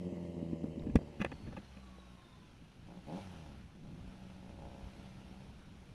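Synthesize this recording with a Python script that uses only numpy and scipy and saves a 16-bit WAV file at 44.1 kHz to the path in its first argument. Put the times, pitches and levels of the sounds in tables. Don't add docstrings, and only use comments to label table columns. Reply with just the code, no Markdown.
import sys
import numpy as np
from scipy import signal
from scipy.io import wavfile
from scipy.ndimage import uniform_filter1d

SR = 44100
rng = np.random.default_rng(int(sys.argv[2]) if len(sys.argv) > 2 else 0)


def to_wav(sig):
    pcm = np.clip(np.atleast_2d(sig), -1, 1) * 32767
    pcm = np.round(pcm).astype(np.int16)
    wavfile.write(sys.argv[1], SR, pcm.T)


def gain_from_decibels(decibels):
    exponent = np.asarray(decibels, float) / 20
    return 10 ** exponent


N = 261940


def evened(x):
    return x / np.sqrt(np.mean(x ** 2) + 1e-20)


def levelled(x):
    return x / np.sqrt(uniform_filter1d(x ** 2, size=SR // 5) + 1e-20)


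def curves(rows):
    s, *columns = np.transpose(rows)
    return [np.interp(np.arange(N) / SR, s, c) for c in columns]


def spans(rows, ramp_s):
    t = np.arange(N) / SR
    return np.array([np.clip(np.minimum(t - row[0], row[1] - t) / ramp_s + .5, 0, 1) for row in rows])


def bump(at_s, width_s):
    return np.exp(-((np.arange(N) / SR - at_s) / width_s) ** 2)


def drift(step_s, count):
    knots = rng.standard_normal((150, count)).T
    return [np.interp(np.arange(N) / SR, np.arange(150) * step_s, k) for k in knots]


def add(mix, s, sound):
    part = mix[round(s * SR):][:len(sound)]
    part += sound[:len(part)]


def resonate(x, hz, width):
    turn = np.exp(2j * np.pi * np.cumsum(hz * np.ones(len(x))) / SR)
    r = np.exp(-np.pi * width / SR)
    return 2 * (turn * signal.lfilter([1 - r], [1, -r], x / turn)).real


def body(x, modes):
    return sum(gain_from_decibels(db) * resonate(resonate(x, hz, width), hz, width) for hz, width, db in modes)


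def ring(db, hz, t60):
    t = np.arange(SR // 8) / SR
    onset = 1 - np.exp(-(t * hz * 2.2) ** 2)
    swing = onset * gain_from_decibels(-60 * t / t60) * np.sin(2 * np.pi * hz * t)
    return gain_from_decibels(db) * swing / abs(swing).max()


def noise(colour, patchy_db):
    hz = np.fft.rfftfreq(1024, 1 / SR)
    a, b, patches = rng.standard_normal((N // 256 + 5, 513, 3)).T
    patches = evened(uniform_filter1d(uniform_filter1d(patches, size=10, axis=0), size=10, axis=1))
    f, db = np.transpose(colour)
    shape_db = np.interp(np.log(hz + 1), np.log(f), db, left=-70, right=-70)[:, None]
    spectra = (a + 1j * b) * gain_from_decibels(shape_db + patchy_db * patches)
    return evened(signal.istft(spectra, nperseg=1024, noverlap=768)[1][:N])


def engine():
    # (time [s], rate [firings/s])
    speed = [(0, 89.7), (.7, 79.9), (1.15, 72.2), (1.7, 66.1), (2, 61.7), (2.3, 59), (2.78, 51),
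             (2.95, 59.5), (3.05, 61.4), (3.19, 101), (3.66, 56), (3.8, 50), (4.1, 63.8), (4.42, 61.2),
             (4.78, 64.6), (5.32, 63.1), (5.43, 64.9), (5.94, 58.2)]
    cylinder_db = [1, -3.5, 0, -5]
    # (start [s], end [s], opening)
    openings = [
        (2.87, 3.02, .9),
        (3.07, 3.2, 1.7),
        (3.84, 4.52, .9),
        (4.74, 5.48, .9),
    ]
    # (start [s], end [s], roughness [0-1])
    loping = [
        (-.1, 1.02, .35),
        (1.02, 1.7, .5),
        (2.22, 2.86, .72),
        (3.67, 3.8, .75),
        (4.5, 4.76, .25),
        (5.5, 6, .75),
    ]
    # (time [s], outlet level [dB])
    effort = [(0, -48.5), (.85, -51), (1.16, -56.5), (1.27, -62), (1.71, -70.5), (1.96, -69.5),
              (2.7, -77.5), (2.86, -80), (2.89, -64), (2.99, -63), (3.045, -78), (3.09, -54), (3.195, -54),
              (3.24, -61), (3.52, -60.5), (3.64, -84), (3.8, -70), (4.05, -69)]
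    shut_s, cruise_db, idle_db = 5.48, -67.5, -80
    smooth, uneven_db, jitter_cycles, puff_cycles = .2, 2.2, .028, .47

    hz, = curves(speed)
    turns = np.cumsum(hz) / SR
    effort_db, = curves([*effort, (shut_s, cruise_db), (shut_s + .05, idle_db)])
    throttle = np.array(openings)[:, 2] @ spans(openings, .018)
    rough = smooth + (np.array(loping)[:, 2] - smooth) @ spans(loping, .1)
    fast = np.interp(np.arange(N) / SR, [.9, 1.5], [1, 0])

    wander = jitter_cycles * evened(uniform_filter1d(rng.standard_normal(N), size=500))
    firing = np.maximum.accumulate((turns + wander).astype(int))
    size, excess = rng.uniform(-1, 1, (600, 2)).T * np.sqrt(3)
    strength = gain_from_decibels(np.resize(cylinder_db, 600) + uneven_db * size)[firing]
    kicks = np.diff(firing, prepend=0) * 1.
    kicks = uniform_filter1d(uniform_filter1d(kicks, size=20), size=20)
    puffs = evened(np.exp(-(turns % 1) / puff_cycles) * rng.standard_normal(N))

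    orders = order_levels(hz, effort_db, throttle)
    boom = silencer(turns, orders, strength, excess[firing] * uniform_filter1d(kicks, size=40), puffs, rough)
    bark = outlet(strength, kicks, puffs, rough, fast, effort_db, throttle)
    return boom + bark + clatter(hz, turns, strength, fast, throttle)


def order_levels(hz, effort_db, throttle):
    # (frequency [Hz], level [dB])
    pipe = [(50, -71), (64, -57.5), (96, -55), (108, -62), (140, -58.5), (185, -54), (225, -64), (300, -63)]
    middling_db, waver_db = -60, 1.5
    f, pipe_db = np.transpose(pipe)
    share_and_open_db = [(.18, -6), (.86, 1.5), (.77, 3)]
    wavers = drift(.09, count=3)
    levels = []
    for k, ((share, open_db), waver) in enumerate(zip(share_and_open_db, wavers), 1):
        level_db = np.interp(np.log(k * hz), np.log(f), pipe_db)
        level_db = level_db + share * (effort_db - middling_db) + open_db * throttle
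        levels.append(gain_from_decibels(level_db + waver_db * waver))
    return np.array(levels)


def silencer(turns, orders, strength, uneven_kicks, puffs, rough):
    # (frequency [Hz], width [Hz], level [dB])
    cavities = [
        (144, 43, -9.5),
        (195.5, 155, 7),
        (320, 69, 2),
    ]
    lag = .12
    hum = sum(np.sqrt(2) * level * np.cos(2 * np.pi * k * (turns - lag) - .9)
              for k, level in enumerate(orders, 1))
    hum *= levelled(uniform_filter1d(np.roll(np.sqrt(strength), -200), size=300))
    thud = levelled(body(evened(uneven_kicks) + .16 * puffs, cavities))
    steady = gain_from_decibels(1.5) * np.sqrt(1 - rough) * hum
    return steady + gain_from_decibels(.86) * np.sqrt(rough) * np.hypot(*orders[1:]) * thud


def outlet(strength, kicks, puffs, rough, fast, effort_db, throttle):
    # (frequency [Hz], width [Hz], level [dB])
    shut_modes = [(349, 113, 4), (453, 108, 3.5), (551, 71, 3.5), (720, 160, -17), (990, 340, -17.5)]
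    # (frequency [Hz], width [Hz], level [dB])
    open_modes = [(310, 160, -2), (430, 150, -3), (550, 130, 1.5), (680, 150, -1), (790, 140, -3),
                  (1350, 250, -17)]
    rasp_db = 13.5 * bump(4.65, .17)
    drive = strength * (np.sqrt(1 - rough) * evened(kicks) + np.sqrt(rough) * .8 * puffs)
    bark = fast * levelled(body(drive, shut_modes)) + (1 - fast) * levelled(body(drive, open_modes))
    return gain_from_decibels(effort_db + 3.5 * throttle + rasp_db - .46) * bark


def clatter(hz, turns, strength, fast, throttle):
    # (frequency [Hz], level [dB per Hz])
    fast_colour = [(410, -24), (700, -9), (985, -8), (1230, -32), (1400, -31), (2070, -14), (2340, -21.5),
                   (2710, -16.5), (3170, -18), (3460, -30), (3770, -25), (5840, -28.5), (6840, -30.5),
                   (11000, -36.5), (12900, -46), (16800, -73), (22000, -120)]
    # (frequency [Hz], level [dB per Hz])
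    slow_colour = [(410, -13.5), (700, -5.5), (791, -6), (1210, -11.5), (1320, -8), (1930, -13.5),
                   (2550, -11), (4000, -16), (4860, -20.5), (5840, -20), (7640, -29.5), (9990, -26),
                   (12900, -38), (16800, -67), (22000, -120)]
    gate, gate_decay = .31, .76
    hiss = np.sqrt(fast) * noise(fast_colour, patchy_db=1.65)
    hiss = hiss + np.sqrt(1 - fast) * noise(slow_colour, patchy_db=1.1)
    throb = evened(1 + gate * strength * np.exp(-(turns % 1) / gate_decay))
    running_db = 10 * np.log2(hz / 60) + .64 * throttle
    puddle_db = 1.4 * bump(5.0, .25)
    level_db = -66 + uniform_filter1d(running_db, size=3000) - 3 * fast + puddle_db
    return gain_from_decibels(level_db) * throb * hiss


def pops():
    # (time [s], peak level [dB], frequency [Hz], ring t60 [s], polarity)
    fuel_pops = [(.124, -29.5, 194, 0.03, -1), (0.4269, -29, 230, 0.013, 1), (0.53, -25.5, 238, 0.034, 1),
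                 (0.64, -25.5, 234, 0.028, 1), (0.777, -30.5, 228, 0.032, 1), (0.868, -27.5, 224, 0.028, 1),
                 (0.895, -29, 234, 0.047, 1), (.9543, -12.5, 222, .036, -1), (.9552, -23, 70, .055, 1),
                 (.9555, -24, 450, .025, -1), (.9562, -29, 740, .02, 1), (0.988, -31, 258, 0.0063, 1),
                 (1.013, -38.5, 262, 0.015, 1), (1.202, -26.5, 195, 0.007, 1), (1.211, -26, 196, 0.058, 1),
                 (1.244, -34.5, 338, 0.052, 1), (1.2472, -26, 615, 0.0062, 1), (1.26, -34.5, 162, 0.019, 1),
                 (1.317, -42.5, 272, 0.088, -1), (1.485, -45, 241, 0.019, 1), (1.572, -43.5, 194, 0.17, 1),
                 (1.579, -42, 320, 0.033, 1), (1.768, -46.5, 198, 0.055, 1), (1.984, -46.5, 485, 0.013, 1)]
    out = np.zeros(N)
    for s, db, hz, t60, polarity in fuel_pops:
        add(out, s, np.sign(polarity) * ring(db, hz, t60))
    return out


def pings():
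    # (time [s], peak level [dB], frequency [Hz], ring t60 [s])
    short_rings = [
        (.7955, -53, 3800, .012),
        (.9566, -42, 5570, .02),
        (.9572, -44, 4650, .015),
        (.9585, -42, 3250, .02),
        (.9575, -40, 1300, .015),
        (.957, -33, 570, .03),
        (.9562, -46, 7200, .01),
        (.958, -37, 1950, .03),
        (.9562, -52, 11800, .006),
        (.962, -21, 150, .04),
    ]
    out = np.zeros(N)
    for s, *shape in short_rings:
        add(out, s, ring(*shape))
    return out


def gear(rows, blur_hz):
    hz, db = curves(rows)
    start, end = rows[0][0], rows[-1][0]
    meshing = np.interp(np.arange(N) / SR, [start - .05, start, end, end + .058], [0, 1, 1, 0])
    shake, flutter = (evened(v) for v in uniform_filter1d(rng.standard_normal((N, 2)).T, size=300))
    whistle = np.sqrt(2) * np.sin(2 * np.pi * np.cumsum(hz + blur_hz * shake) / SR)
    return gain_from_decibels(db) * meshing * evened(gain_from_decibels(4.5 * flutter)) * whistle


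def gears():
    # (time [s], frequency [Hz], level [dB])
    high_whine = [(1, 4700, -83), (1.3, 4470, -83), (1.34, 4430, -74), (1.65, 4190, -79), (2, 3900, -79),
                  (2.08, 3820, -75.5), (2.46, 3500, -76), (2.52, 3200, -81), (2.68, 2800, -84)]
    # (time [s], frequency [Hz], level [dB])
    low_whine = [(1.75, 1170, -72), (2, 1105, -72), (2.2, 1065, -73), (2.42, 1010, -73), (2.55, 980, -81)]
    return gear(high_whine, blur_hz=35) + gear(low_whine, blur_hz=10)


def rattles():
    # (time [s], peak level [dB], length [s], tilt [dB per octave])
    knocks = [(0.413, -56, 0.0055, -11), (0.546, -61, 0.0045, -14), (0.64, -44.5, 0.0085, -35),
              (0.866, -55, 0.014, -5), (0.895, -54, 0.012, 0), (.9562, -34, .004, 9), (.957, -30, .006, -1),
              (.9665, -44, .003, 4), (.9715, -48, .004, 4), (.82, -54, .004, -2), (0.989, -42, 0.0042, -39),
              (1.011, -44, 0.006, -18), (1.197, -46, .006, -4), (1.203, -39, .006, -4),
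              (1.2085, -39, .003, 2), (1.2148, -27.5, .003, -3), (1.2205, -32, .004, -3),
              (1.227, -42, .004, -4), (1.235, -44, .004, -4), (1.2471, -26, .0018, -3),
              (1.2476, -41, .0015, 9), (1.2515, -36, .006, -3), (1.26, -38, .009, -7),
              (1.316, -39, .006, -6), (1.323, -40, .005, -6), (1.46, -50, 0.037, -8),
              (1.523, -47, 0.014, -9.5), (1.565, -39, 0.017, -6), (1.769, -51, 0.0068, -5),
              (1.786, -61, .005, -14)]
    # (frequency [Hz], width [Hz], level [dB])
    housing = [(520, 200, -7), (780, 250, -6), (1120, 250, -7), (1730, 220, 0), (2000, 220, -3),
               (2500, 400, 0), (3200, 450, -11), (4600, 800, -21), (5600, 800, -19), (8800, 2200, -29)]
    out, t = np.zeros(N), np.arange(2600) / SR
    contacts = rng.standard_normal((len(knocks), len(t)))
    for (s, db, length, tilt_db), grit in zip(knocks, contacts):
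        burst = grit * abs(grit) * np.exp(-(t / length) ** 2 * 1.5)
        modes = [(hz, width, mode_db + tilt_db * np.log2(hz / 1700) - 10 * np.log10(width))
                 for hz, width, mode_db in housing]
        knock = body(burst, modes)
        add(out, s, gain_from_decibels(db) * knock / abs(knock).max())
    return out


def wind():
    # (time [s], level [dB])
    strength_rows = [(0, -87), (.5, -76), (.95, -54), (1.12, -72), (1.22, -56), (1.38, -61), (1.52, -58),
                     (1.72, -66.5), (2.1, -73.5), (2.35, -65), (2.6, -69), (2.9, -63), (3.25, -67),
                     (3.38, -67), (3.9, -61), (4.4, -65), (4.85, -64.5), (5.94, -64)]
    # (frequency [Hz], level [dB per Hz])
    colour = [(15, -14), (30, -21.5), (50, 1.5), (90, -3.5), (140, -3), (250, -9), (400, -19.5), (800, -32)]
    # (time [s], peak level [dB], frequency [Hz], ring t60 [s])
    gusts = [
        (4.073, -47, 59.7, 0.074),
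        (4.521, -46, 90, 0.15),
        (4.572, -46, 80.4, 0.091),
        (4.824, -43.5, 54, 0.13),
        (4.864, -47, 70, 0.025),
    ]
    lumps_db = 2 * drift(.06, count=1)[0]
    level_db = curves(strength_rows)[0] + lumps_db
    out = gain_from_decibels(level_db + 8) * noise(colour, patchy_db=1.5)
    for s, *shape in gusts:
        add(out, s, -ring(*shape))
    return out


def scene():
    return (engine() + pops() + pings() + gears() + rattles() + wind())[None]


def roll_off(x):
    return signal.sosfilt(signal.butter(12, 13050, fs=SR, output="sos"), x)


def record(dry):
    mix = dry + gain_from_decibels(-90.5) * rng.standard_normal(dry.shape)
    return roll_off(mix)


dry = scene()
out = record(dry)
to_wav(out)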